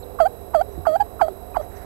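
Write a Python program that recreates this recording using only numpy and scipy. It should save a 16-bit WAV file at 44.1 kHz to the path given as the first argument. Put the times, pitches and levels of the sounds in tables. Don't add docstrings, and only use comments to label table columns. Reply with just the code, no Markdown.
import sys
import numpy as np
from scipy import signal
from scipy.fft import rfft, irfft
from scipy.io import wavfile
from scipy.ndimage import uniform_filter1d

SR = 44100
rng = np.random.default_rng(int(sys.argv[2]) if len(sys.argv) > 2 else 0)


def output_pcm(signal):
    pcm = np.clip(np.atleast_2d(signal).T, -1, 1) * 32767
    wavfile.write(sys.argv[1], SR, np.round(pcm).astype(np.int16))


N = 81585


def undb(db):
    return 10 ** (np.asarray(db) / 20)


def clock():
    return np.arange(N) / SR


def unit(x):
    return x / np.sqrt(np.mean(x ** 2))


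def noise(points):
    hz, db = np.array(points, float).T
    log_f = np.log(np.arange(N // 2 + 1) * SR / N + 1)
    outside = np.maximum(np.log(hz[0]) - log_f, 0) + np.maximum(log_f - np.log(hz[-1]), 0)
    gain = undb(np.interp(log_f, np.log(hz), db) - 13 * outside)
    return unit(irfft(rfft(rng.standard_normal(N)) * gain, N))


def band(hz, width_hz):
    f = np.arange(N // 2 + 1) * SR / N + 1
    detuning = (f - hz * hz / f) / width_hz
    return unit(irfft(rfft(rng.standard_normal(N)) / (1 + detuning ** 2), N))


def drift(rate_hz):
    span = int(SR / rate_hz)
    return unit(uniform_filter1d(uniform_filter1d(rng.standard_normal(N), span), span))


def arch(start, length):
    return np.sin(np.pi * np.clip((clock() - start) / length, 0, 1))


def glides(table, waver):
    out = 0
    for start, length, from_hz, to_hz, db in table:
        hz = np.interp(clock(), [start, start + length], [from_hz, to_hz]) * (1 + waver * drift(90))
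        out = out + undb(db) * arch(start, length) * np.sqrt(2) * np.sin(2 * np.pi * np.cumsum(hz) / SR)
    return out


def outdoors():
    # f/Hz, relative density/dB
    wash_spectrum = [(160, -44), (280, -9.5), (322, -16.5), (395, -3), (624, -7.5), (718, -0.5), (803, -12),
                     (1080, -17.5), (2600, -41), (3380, -45), (5720, -120)]
    rumble_spectrum = [(20, -12), (38, -11), (56, -1.5), (80, -2), (102, -10.5), (125, -19), (220, -27.5),
                       (500, -74)]
    # start t/s, duration/s, start f/Hz, end f/Hz, level/dB
    far_tones = [(-.05, 0.5, 505, 471.3, -45), (.62, 0.18, 433, 367, -46), (1.27, 0.088, 399.6, 374, -41)]
    chirps = [(-.004, 0.023, 7000, 7500, -58.5), (.024, 0.0199, 4430, 3520, -52.5),
              (1.539, 0.012, 2600, 2300, -52)]
    wash = undb(-44.5 + 0.31 * drift(23)) * noise(wash_spectrum)
    rumble = undb(-43.5) * noise(rumble_spectrum)
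    return wash + rumble + glides(far_tones, waver=0.014) + glides(chirps, waver=0.0067)


def electronics():
    # harmonic number, level/dB
    buzz = [(1, -57.5), (2, -65.5), (3, -61), (4, -59), (5, -60), (6, -60), (7, -60), (8, -54.5),
            (9, -71.5)]
    # f/Hz, level/dB
    whine = [(3876, -74), (3924, -69), (5076, -78), (6627, -82), (7773, -77), (7827, -68), (8974, -77),
             (10325, -72), (10347, -71), (11676, -75), (11703, -71), (11725, -57), (12877, -77),
             (14427, -88)]
    faint_tones = [(2700, -82), (2750, -81.5), (5425, -82.5), (6300, -83.5)]
    # f/Hz, relative density/dB
    hiss_spectrum = [(1500, 8.5), (2600, 2.5), (3400, -8), (5000, -2.5), (8000, -1.5), (10000, -2),
                     (11600, 1.5), (13000, -2.5), (15500, -5.5)]
    mains_hz, tick_hz, tick_offset_s, tick_decay_s = 50, 2100, 0.0066, 0.0002
    t = clock()
    lines = [(round(k) * mains_hz, db) for k, db in buzz] + list(whine) + list(faint_tones)
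    tones = sum(undb(db) * np.sqrt(2) * np.sin(2 * np.pi * (hz * t + rng.random())) for hz, db in lines)
    age = (t - tick_offset_s) % (1 / mains_hz)
    ticks = unit(np.exp(-age / tick_decay_s) * np.sin(2 * np.pi * tick_hz * age))
    return tones + undb(-73) * ticks + undb(-66) * noise(hiss_spectrum)


def circuit_noise():
    # f/Hz, relative density/dB
    floor_spectrum = [(20, 11), (40, 0), (90, -13), (180, -3), (350, -14), (700, -27), (1400, -29),
                      (2800, -35), (5600, -33), (10000, -28), (14000, -25), (15500, -32)]
    return undb(-83) * noise(floor_spectrum)


def bump():
    # f/Hz, T60/s, relative level/dB
    modes = [(84, 0.47, -3), (142, 0.14, -3.5), (292, 0.065, -4), (336, 0.082, 0)]
    start_s, attack_s = 0.775, 0.0039
    age = np.maximum(clock() - start_s, 0)
    ring = -sum(undb(db - 60 * age / t60) * np.sin(2 * np.pi * hz * age) for hz, t60, db in modes)
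    attack = 1 - np.exp(-(age / attack_s) ** 2)
    return undb(-27.5) * ring * attack


def rustling():
    # middle t/s, duration/s, level/dB
    stirs = [(0.762, 0.26, -66), (1.63, 0.055, -58), (1.781, 0.18, -56)]
    # f/Hz, relative density/dB
    stir_spectrum = [(400, -5), (900, -0.5), (1900, 2), (3000, -18), (6000, -17), (9000, -23), (14000, -35)]
    # middle t/s, duration/s, centre f/Hz, level/dB
    scratches = [(.73, 0.047, 6070, -70), (0.775, .09, 7800, -74), (1.628, .04, 6000, -69),
                 (1.71, 0.055, 7650, -69), (1.766, .03, 5840, -62.5), (1.776, .22, 8600, -75)]
    stir_envelope = sum(undb(db) * arch(middle - length / 2, length) for middle, length, db in stirs)
    scratch = sum(undb(db) * arch(middle - length / 2, length) * band(hz, width_hz=930)
                  for middle, length, hz, db in scratches)
    return (stir_envelope * noise(stir_spectrum) + scratch) * undb(2.8 * drift(90))


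def box(x):
    t60_s, top_hz = 0.072, 1520
    tail = (band(top_hz / 2, top_hz) * undb(-60 * clock() / t60_s))[:SR // 4]
    tail = tail / np.sqrt(np.sum(tail ** 2) * SR / 2 / top_hz)
    return x + undb(-19) * signal.fftconvolve(x, tail)[:N]


def puffs():
    # start t/s, duration/s, centre f/Hz, level/dB
    bursts = [(0.197, 0.017, 204, -39.5), (0.539, 0.028, 166, -42), (0.886, 0.038, 310, -39.5),
              (1.202, 0.036, 356, -36)]
    return sum(undb(db) * arch(start, length) * band(hz, width_hz=240) for start, length, hz, db in bursts)


def rasps():
    # start t/s, duration/s, level/dB at the top of the swell
    onsets = [(0.187, 0.015, -27), (.536, 0.0088, -29.5), (.852, 0.015, -28.5), (1.194, 0.024, -31),
              (1.545, 0.024, -34)]
    from_hz, to_hz, jitter = 1330, 1051, 0.16
    swell_db, shimmer_db = 9, 2
    out = 0
    for start, length, db in onsets:
        progress = np.clip((clock() - start) / length, 0, 1)
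        hz = (from_hz + (to_hz - from_hz) * progress) * (1 + jitter * drift(700))
        tone = unit(np.sin(2 * np.pi * np.cumsum(hz) / SR) * undb(shimmer_db * drift(600)))
        gate = (progress > 0) * (progress < 1)
        envelope = uniform_filter1d(gate * undb(db + swell_db * (progress - 1)), size=90)
        out = out + envelope * (tone + undb(-4) * band(1085, width_hz=340))
    return out


def call(contour, bright_db):
    # harmonic number, relative level/dB
    overtones = [(2, -23), (3, -37), (4, -74)]
    # f/Hz, relative density/dB
    hiss_spectrum = [(2000, -5), (2700, -12), (4000, -8), (6000, 3.5), (9000, -1), (12000, 0.5),
                     (15500, -4)]
    jitter, shimmer_db, edge_s = 0.01, 0.4, 0.005
    gain_db, reference_db = 1.39, -22.5
    t = clock()
    times, hz, db = np.array(contour, float).T
    phase = 2 * np.pi * np.cumsum(np.interp(t, times, hz) * (1 + jitter * drift(304))) / SR
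    gate = np.clip(1 + np.minimum(t - times[0], times[-1] - t) / edge_s, 0, 1)
    level_db = np.interp(t, times, db) + gain_db + shimmer_db * drift(170)
    envelope = np.abs(uniform_filter1d(gate * undb(level_db), size=30))
    overtone_envelope = undb(reference_db + bright_db) * (envelope / undb(reference_db)) ** 0.74
    overtone_wave = sum(undb(level) * np.cos(round(k) * phase) for k, level in overtones)
    voice = envelope * np.cos(phase) + overtone_envelope * overtone_wave
    air = undb(-35) * band(950, width_hz=920) + undb(-42) * noise(hiss_spectrum)
    return np.sqrt(2) * voice + envelope * air


def owls():
    # t/s, fundamental f/Hz, relative level/dB
    call_1 = [(0.1995, 978, -40), (0.2025, 775, -15), (0.207, 672, -12), (0.22, 658, -15.5),
              (0.238, 611, -22), (0.25, 628, -26), (0.258, 714, -16.5), (0.268, 781, -19.5),
              (0.275, 820, -29.5), (0.28, 560, -40)]
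    call_2 = [(0.546, 974, -27), (0.547, 789, -15), (0.552, 668, -14.5), (0.567, 648, -18),
              (0.576, 599, -24), (0.598, 605.6, -22.5), (0.609, 699, -25.5), (0.614, 721, -15),
              (0.62, 776, -21.5), (0.626, 700, -42)]
    call_3 = [(0.868, 946, -25.5), (0.8702, 726, -13), (0.875, 654, -16.5), (0.898, 627, -22.5),
              (0.921, 615, -25), (0.953, 656.5, -22), (0.96, 740, -16), (0.965, 827, -22.5),
              (0.974, 775, -40)]
    call_4 = [(0.998, 770, -37), (1.002, 838, -25.5), (1.007, 820, -15), (1.021, 849, -22.5),
              (1.027, 788, -26), (1.029, 866, -43.5)]
    call_5 = [(1.209, 1116, -38), (1.214, 857, -15.5), (1.22, 756, -13.5), (1.228, 657.6, -17.5),
              (1.246, 639, -24), (1.259, 615, -30), (1.274, 661, -34.5), (1.278, 870, -50),
              (1.2839, 687, -20.5), (1.291, 602, -36)]
    call_6 = [(1.557, 855.4, -33.5), (1.565, 1102, -30.5), (1.57, 737, -16.5), (1.575, 650, -22.5),
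              (1.582, 583, -34.5), (1.591, 659, -38), (1.602, 605, -27), (1.611, 576, -34),
              (1.613, 660, -26), (1.617, 577, -41)]
    brightness = [3, 2.5, 2, -2, 0, 1.5]
    contours = (call_1, call_2, call_3, call_4, call_5, call_6)
    return sum(call(contour, db) for contour, db in zip(contours, brightness)) + rasps() + puffs()


def scene():
    microphone = box(owls()) + bump() + rustling() + outdoors() + electronics()
    return np.array([circuit_noise(), microphone])


def record(dry):
    # f/Hz, level/dB of each sideband relative to the signal
    carriers = [(3902, -37.5), (7826, -44.5), (11704, -48.5)]
    trough_limit, sharpness = 0.23, 4.2
    right_gain_db, low_cut_hz, high_cut_hz = 6.5, 25, 15700
    trough_depth = np.maximum(-dry, 0) / trough_limit
    x = dry / (1 + trough_depth ** sharpness) ** (1 / sharpness)
    x = x * (1 + sum(2 * undb(db) * np.cos(2 * np.pi * hz * clock()) for hz, db in carriers))
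    x = np.array([x[0], undb(right_gain_db) * x[1]])
    x = signal.sosfilt(signal.butter(1, low_cut_hz, "high", fs=SR, output="sos"), x)
    return signal.sosfilt(signal.ellip(10, .1, 90, high_cut_hz, fs=SR, output="sos"), x)


dry = scene()
out = record(dry)
output_pcm(out)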